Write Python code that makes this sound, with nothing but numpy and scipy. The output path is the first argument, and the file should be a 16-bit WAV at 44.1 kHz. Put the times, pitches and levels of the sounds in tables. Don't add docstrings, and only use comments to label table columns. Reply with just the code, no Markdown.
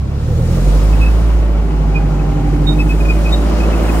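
import sys
import numpy as np
from scipy import signal
from scipy.fft import rfft, irfft
from scipy.io import wavfile

SR = 44100
rng = np.random.default_rng(int(sys.argv[2]) if len(sys.argv) > 2 else 0)


def transcribe(signal):
    frames = np.atleast_2d(signal).T
    limited = np.clip(frames, -1, 1)
    pcm = np.round(limited * 32767).astype(np.int16)
    wavfile.write(sys.argv[1], SR, pcm)


N = 176400

# time_s, firing_hz
ENGINE_SPEED = [(0, 33.3), (0.4, 39.4), (0.55, 43.5), (0.7, 47.6), (0.85, 51.2), (1, 53.6), (1.22, 55.9),
                (1.5, 53.9), (1.75, 51.5), (2, 49.9), (2.3, 48.9), (2.55, 48.7), (2.75, 49.5), (3, 52.3),
                (3.25, 54.4), (3.5, 55.2), (4, 55.5)]
# time_s, then level_db for each of FIRING_MULTIPLES
FIRING_LEVELS = [(0, -42, -16, -23, -27, -44), (0.15, -28, -20, -24, -25, -44),
                 (0.3, -23, -18.5, -18, -23, -43), (0.55, -16, -18, -18, -24, -46),
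                 (0.68, -9, -36, -22, -29, -36), (0.85, -9, -24, -22, -37, -38),
                 (1.25, -9, -27, -28, -51, -42), (1.48, -11, -33, -28, -36, -43),
                 (1.68, -14, -37, -24, -34, -38), (1.9, -12, -30, -21, -37, -37),
                 (2.35, -15, -31, -19.5, -37, -27.5), (2.75, -12, -30, -19.5, -28, -22.5),
                 (3.05, -11, -31, -23, -41, -33), (3.4, -12, -38, -26, -31, -32),
                 (4, -13, -29, -23, -29, -32)]
# firing_multiple, relative_db
LOPE_LINES = [(1.25, -38), (1.5, -41), (1.75, -38), (2.25, -36), (2.75, -33), (3.25, -31.5), (3.5, -38),
              (3.75, -39), (4.25, -35), (4.75, -36), (5.0, -36), (5.25, -36), (5.75, -35.5), (6.75, -41),
              (7.0, -42), (8.25, -42)]
# time_s, relative_db
BLAST_LEVEL = [(0, -30), (.55, -26), (1.3, -30.5), (1.9, -24.5), (2.8, -20.5), (3.3, -24.5), (4, -23)]
# freq_hz, density_db
BLAST_SPECTRUM = [(170, -5), (240, -7.5), (300, 0), (380, -1.5), (500, -9), (800, -23)]
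# time_s, level_db
RUMBLE_LEVEL = [(0, -25), (.55, -21.5), (1.1, -27.5), (1.7, -25.5), (3.3, -30), (4, -35)]
# freq_hz, density_db
RUMBLE_SPECTRUM = [(35, -18), (70, 9.5), (110, 2), (220, 1)]
# time_s, relative_db
RATTLE_LEVEL = [(0, -37.5), (0.3, -34.5), (0.65, -29.5), (1, -28), (1.6, -30), (2.8, -29.5), (3.3, -26),
                (3.8, -23), (4, -22)]
# freq_hz, density_db
RATTLE_SPECTRUM = [(250, 2.5), (400, 3), (520, -3.5), (680, 0), (850, -6.5), (1000, -6.5), (1350, -9),
                   (1600, -16.5), (2050, -15.5), (2800, -19), (4000, -48)]
# peak_s, decay_s, pitch_hz, level_db, left_minus_right_db
PIN_SQUEAKS = [(0.936, .016, 2595, -32.5, -2), (1.028, 0.036, 2590, -24.8, -3),
               (1.07, 0.028, 2606, -28.5, 0), (1.963, 0.023, 2482, -22.5, -5), (2.2, .018, 2570, -39, 0),
               (2.686, 0.027, 3745, -18.8, -9.5), (2.722, .016, 3720, -31, -7),
               (2.805, .026, 2590, -22.5, 4.5), (2.91, .028, 2553, -23.5, 2), (3.012, .016, 2494, -31, 1),
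               (3.058, .02, 2490, -31.5, 1), (3.103, 0.028, 2480, -21, 3), (3.266, .026, 2520, -25.5, -1),
               (3.292, .016, 2596, -29, 0), (3.336, .022, 3760, -19.5, 3), (3.607, .016, 2533, -29, 1),
               (3.64, .012, 2560, -26, 1), (3.736, .018, 2610, -31.5, 3), (3.897, .013, 2543, -31, 7)]
# pitch_multiple, relative_db
PIN_OVERTONES = [(2, -24), (3, -32), (5, -36)]
# firing_multiple, peak_s, half_width_s, level_db
GEAR_WHINES = [(16.4, 2.35, .6, -37.5), (15.8, 2.2, .65, -41), (10.67, 3.42, .44, -33.5),
               (10.67, 1.4, .22, -36.5), (9, 3.7, .35, -35), (7.5, 2.1, .6, -38)]
# time_s, level_db
SAND_LEVEL = [(0, -47.5), (0.3, -42.5), (0.55, -37), (0.75, -36), (1.15, -39), (1.55, -44.5), (1.95, -43.5),
              (2.9, -41.5), (3.55, -36), (4, -37)]
# freq_hz, density_db
SAND_SPECTRUM = [(1200, 8), (2600, -0.5), (3400, 4.5), (5000, 2), (6800, -0.5), (8500, -7), (11000, -14),
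                 (16000, -13)]
# time_s, relative_db
FINE_HISS_LEVEL = [(0, -64), (0.3, -46.5), (0.6, -37.5), (0.85, -39.5), (1.2, -42.5), (1.55, -50.5),
                   (1.95, -51), (2.6, -46.5), (2.9, -40), (3.7, -41), (4, -33)]
# freq_hz, density_db
FINE_HISS_SPECTRUM = [(5000, -19), (8000, 3.5), (10000, -3.5), (13000, -2), (16000, -10)]
# freq_hz, correlation
EAR_CORRELATION = [(150, 1), (300, 0.72), (600, 0.49), (1200, 0.2), (2500, 0.65), (5000, 0.11),
                   (9000, 0.033)]
# freq_hz, left_minus_right_db
NOISE_PAN = [(60, -1.5), (300, 0.6), (1300, 1), (2600, 1.0), (5000, 0.5), (9000, 2), (15000, 0)]

FIRINGS_PER_TURN, FIRING_MULTIPLES = 4, (1, 2, 3, 4, 6)
SPEED_JITTER, FIRING_WAVER_DB, THROB_PER_MULTIPLE = .002, .6, .05
PIPE_TUNED_HZ, PIPE_WIDTH_HZ, PIPE_LAG_RAD = 53.5, 4, .57
ENGINE_PAN_DB, ENGINE_EAR_PHASE_RAD = -1.5, .23 * np.array([[-.5], [.5]])
LOPE_GAIN_DB, LOPE_REV_BOOST_DB, LOPE_WAVER_DB, LOPE_SCATTER_RAD = -4, 4, 3.5, 1.6
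BLAST_GAIN_DB, BLAST_PUFF_DEPTH = -8, .6
REV_PEAK_S, REV_HALF_WIDTH_S = .6, .35
GROWL_HZ, GROWL_HALF_WIDTH_HZ, GROWL_DB = 500, 70, -40
RATTLE_GAIN_DB, LINK_GAIN_DB, LINK_HITS_PER_S, LINK_T60_S, LINK_SPREAD_DB = 2, -12.5, 200, .018, 1.5
SQUEAK_ATTACK_RATIO, SQUEAK_WAVER, SQUEAK_ROUGH_DB = .7, .007, 1.2
SQUEAK_BEAT_HZ, SQUEAK_TWIN_DB, HULL_SHADE_DB_PER_DB = 55, -10, .8
GEAR_WAVER_DB, GEAR_WAVER_RAD = 3, .8
FINE_HISS_GAIN_DB = -5
WOODS_T60_S, WOODS_DB = .25, -15
RIGHT_EAR_DELAY_S, CUTOFF_HZ = .0001, 15750


def firing_note(firing_rad, firing_hz):
    off_tune = np.clip((PIPE_TUNED_HZ - firing_hz) / PIPE_WIDTH_HZ, 0, 1)
    crank_swing = np.cos((firing_rad - np.pi) / FIRINGS_PER_TURN)
    note = 0
    for multiple, level_db in zip(FIRING_MULTIPLES, in_time(FIRING_LEVELS)):
        lag_rad = PIPE_LAG_RAD * off_tune * min(multiple - 1, 2) ** 2
        phase_rad = multiple * firing_rad - lag_rad + ENGINE_EAR_PHASE_RAD
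        throb = rms_one(1 - THROB_PER_MULTIPLE * (multiple - 1) * crank_swing)
        note += throb * tone(phase_rad, level_db + FIRING_WAVER_DB * drift(13))
    return note


def cylinder_lope(thump_rad, blast_db):
    uneven_db = LOPE_GAIN_DB + LOPE_REV_BOOST_DB * swell(REV_PEAK_S, REV_HALF_WIDTH_S)
    lope = 0
    for multiple, line_db in LOPE_LINES:
        phase_rad = multiple * thump_rad + LOPE_SCATTER_RAD * rng.standard_normal()
        follow_db = min(.29 * multiple, 1.2) * (blast_db - blast_db.mean())
        level_db = line_db + uneven_db + follow_db + LOPE_WAVER_DB * drift(1.32)
        lope -= tone(phase_rad + ENGINE_EAR_PHASE_RAD, level_db)
    return lope


def exhaust(firing_rad, firing_hz):
    blast_db, = in_time(BLAST_LEVEL)
    rumble_db, = in_time(RUMBLE_LEVEL)
    thump_rad = firing_rad + np.pi * (FIRINGS_PER_TURN - 1)
    tones = firing_note(firing_rad, firing_hz) + cylinder_lope(thump_rad, blast_db)
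    puffs = np.exp(BLAST_PUFF_DEPTH * np.cos(thump_rad / FIRINGS_PER_TURN) + .068 * np.cos(thump_rad))
    blast = from_db(BLAST_GAIN_DB + blast_db) * banded_noise(BLAST_SPECTRUM, flicker_db=.9, rate_hz=47)
    rumble = from_db(rumble_db) * banded_noise(RUMBLE_SPECTRUM, flicker_db=1.5, rate_hz=7.8)
    return tones * pan(ENGINE_PAN_DB) + rms_one(puffs) * blast + rumble


def growl(firing_rad, firing_hz):
    out = 0
    for crank_order in range(32, 60):
        multiple = crank_order / FIRINGS_PER_TURN
        resonance = 1 / (1 + ((multiple * firing_hz - GROWL_HZ) / GROWL_HALF_WIDTH_HZ) ** 2)
        phase_rad = multiple * firing_rad + 2 * np.pi * rng.random() + .5 * drift(9.2)
        out += resonance * tone(phase_rad, GROWL_DB)
    return swell(REV_PEAK_S, REV_HALF_WIDTH_S) * out


def tracks(mode_count=24):
    level_db, = in_time(RATTLE_LEVEL)
    hits = np.flatnonzero(rng.random(N) < LINK_HITS_PER_S / SR)
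    strengths = from_db(LINK_SPREAD_DB * np.minimum(rng.exponential(1, len(hits)), 4))
    knocks = 0
    for mode_hz in np.geomspace(450, 3000, mode_count) * rng.uniform(.99, 1.03, mode_count):
        both_ears = rng.standard_normal(len(hits))
        each_ear = .57 * rng.standard_normal((2, len(hits)))
        clicks = np.zeros((2, N))
        clicks[:, hits] = strengths * (both_ears + each_ear)
        gain = from_db(at_hz(RATTLE_SPECTRUM, mode_hz)) * np.sqrt(mode_hz)
        knocks += gain * ring(clicks, mode_hz, LINK_T60_S)
    rattle = from_db(RATTLE_GAIN_DB) * banded_noise(RATTLE_SPECTRUM, flicker_db=1.44, rate_hz=32)
    return from_db(level_db) * (rattle + from_db(LINK_GAIN_DB) * rms_one(knocks))


def pin_squeaks():
    time_s, out = np.arange(N) / SR, np.zeros((2, N))
    waver = 1 + SQUEAK_WAVER * drift(150)
    rough_db = SQUEAK_ROUGH_DB * drift(60)
    for peak_s, decay_s, pitch_hz, level_db, pan_db in PIN_SQUEAKS:
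        near = np.abs(time_s - peak_s) < 2 * decay_s
        since_s = time_s[near] - peak_s
        width_s = np.where(since_s < 0, SQUEAK_ATTACK_RATIO * decay_s, decay_s)
        envelope = from_db(level_db + rough_db[near]) * np.exp(-2 * (since_s / width_s) ** 2)
        phase_rad = 2 * np.pi * np.cumsum(pitch_hz * waver[near]) / SR
        twin = tone(phase_rad - 2 * np.pi * (SQUEAK_BEAT_HZ * since_s + rng.random()), SQUEAK_TWIN_DB)
        shade_db = HULL_SHADE_DB_PER_DB * pan_db
        overtones = sum(tone(multiple * phase_rad, db + shade_db) for multiple, db in PIN_OVERTONES)
        out[:, near] += pan(pan_db) * envelope * (tone(phase_rad, 0) + twin + overtones)
    return out


def gear_whine(firing_rad):
    out = 0
    for multiple, peak_s, half_width_s, level_db in GEAR_WHINES:
        waver_rad = GEAR_WAVER_RAD * (drift(2.6) + .5 * np.array([drift(11), drift(2.3)]))
        whine = tone(multiple * firing_rad + waver_rad, level_db + GEAR_WAVER_DB * drift(21))
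        out += swell(peak_s, half_width_s) * whine
    return out


def sand():
    sand_db, = in_time(SAND_LEVEL)
    fine_db, = in_time(FINE_HISS_LEVEL)
    hiss = banded_noise(SAND_SPECTRUM, flicker_db=.95, rate_hz=8.9)
    fine_hiss = banded_noise(FINE_HISS_SPECTRUM, flicker_db=1.1, rate_hz=20)
    return from_db(sand_db) * hiss + from_db(fine_db + FINE_HISS_GAIN_DB) * fine_hiss


def tree_echoes(source):
    time_s = np.arange(SR // 2) / SR
    tail = rng.standard_normal((2, len(time_s))) * from_db(-60 * time_s / WOODS_T60_S)
    tail /= np.sqrt(np.sum(tail ** 2, axis=1, keepdims=True))
    return from_db(WOODS_DB) * signal.fftconvolve(source, tail, axes=1)[:, :N]


def banded_noise(spectrum, flicker_db, rate_hz):
    bottom_hz, top_hz = spectrum[0][0], spectrum[-1][0]
    band_count = int(2.5 * np.log2(top_hz / bottom_hz)) + 1
    edges_hz = np.geomspace(bottom_hz, top_hz, band_count + 1)
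    shared_drift = drift(rate_hz)
    white = rng.standard_normal((2, 2, N))
    out = 0
    for k, (low_hz, high_hz) in enumerate(zip(edges_hz, edges_hz[1:])):
        bandpass = signal.butter(2, [low_hz, high_hz], "band", fs=SR, output="sos")
        mid, side = signal.sosfilt(bandpass, white[k % 2])
        centre_hz = np.sqrt(low_hz * high_hz)
        correlation = at_hz(EAR_CORRELATION, centre_hz)
        band = np.sqrt(1 + correlation) * mid + np.sqrt(1 - correlation) * side * [[1], [-1]]
        gain_db = at_hz(spectrum, centre_hz) + flicker_db * (.5 * shared_drift + drift(rate_hz))
        out += from_db(gain_db) * pan(at_hz(NOISE_PAN, centre_hz)) * band
    return rms_one(out)


def ring(clicks, mode_hz, t60_s):
    radius, step_rad = from_db(-60 / (t60_s * SR)), 2 * np.pi * mode_hz / SR
    feedback = [1, -2 * radius * np.cos(step_rad), radius ** 2]
    return signal.lfilter([0, np.sin(step_rad)], feedback, clicks + 1e-18)


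def drift(rate_hz):
    hop, warmup = 40, 2000
    pole = np.exp(-2 * np.pi * rate_hz * hop / SR)
    white = rng.standard_normal(N // hop + warmup + 2)
    slow = signal.lfilter([1], [1, -2 * pole, pole ** 2], white)[warmup:]
    return np.interp(np.arange(N) / hop, np.arange(len(slow)), rms_one(slow))


def swell(peak_s, half_width_s):
    return np.exp(-.5 * ((np.arange(N) / SR - peak_s) / half_width_s) ** 4)


def tone(phase_rad, rms_db):
    return np.sqrt(2) * from_db(rms_db) * np.cos(phase_rad)


def in_time(table):
    time_s, *columns = np.transpose(table)
    return [np.interp(np.arange(N) / SR, time_s, column) for column in columns]


def at_hz(table, freq_hz):
    points_hz, values = np.transpose(table)
    return np.interp(np.log(freq_hz), np.log(points_hz), values)


def pan(left_minus_right_db):
    return from_db(np.array([[.5], [-.5]]) * left_minus_right_db)


def from_db(db):
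    return 10 ** (np.asarray(db) / 20)


def rms_one(x):
    return x / np.sqrt(np.mean(x ** 2) + 1e-20)


def scene():
    firing_hz, = in_time(ENGINE_SPEED)
    firing_rad = 2 * np.pi * np.cumsum(firing_hz * (1 + SPEED_JITTER * drift(8))) / SR
    whine, hiss, squeaks = gear_whine(firing_rad), sand(), pin_squeaks()
    left, right = whine + hiss + squeaks + tree_echoes(squeaks) + tracks()
    delay = np.exp(-2j * np.pi * np.fft.rfftfreq(N, 1 / SR) * RIGHT_EAR_DELAY_S)
    running_gear = np.array([left, irfft(rfft(right) * delay, N)])
    return exhaust(firing_rad, firing_hz) + growl(firing_rad, firing_hz) + running_gear


def record(dry):
    lowpass = signal.ellip(12, .1, 80, CUTOFF_HZ, fs=SR, output="sos")
    return signal.sosfilt(lowpass, np.clip(dry, -1, 1))


dry = scene()
out = record(dry)
transcribe(out)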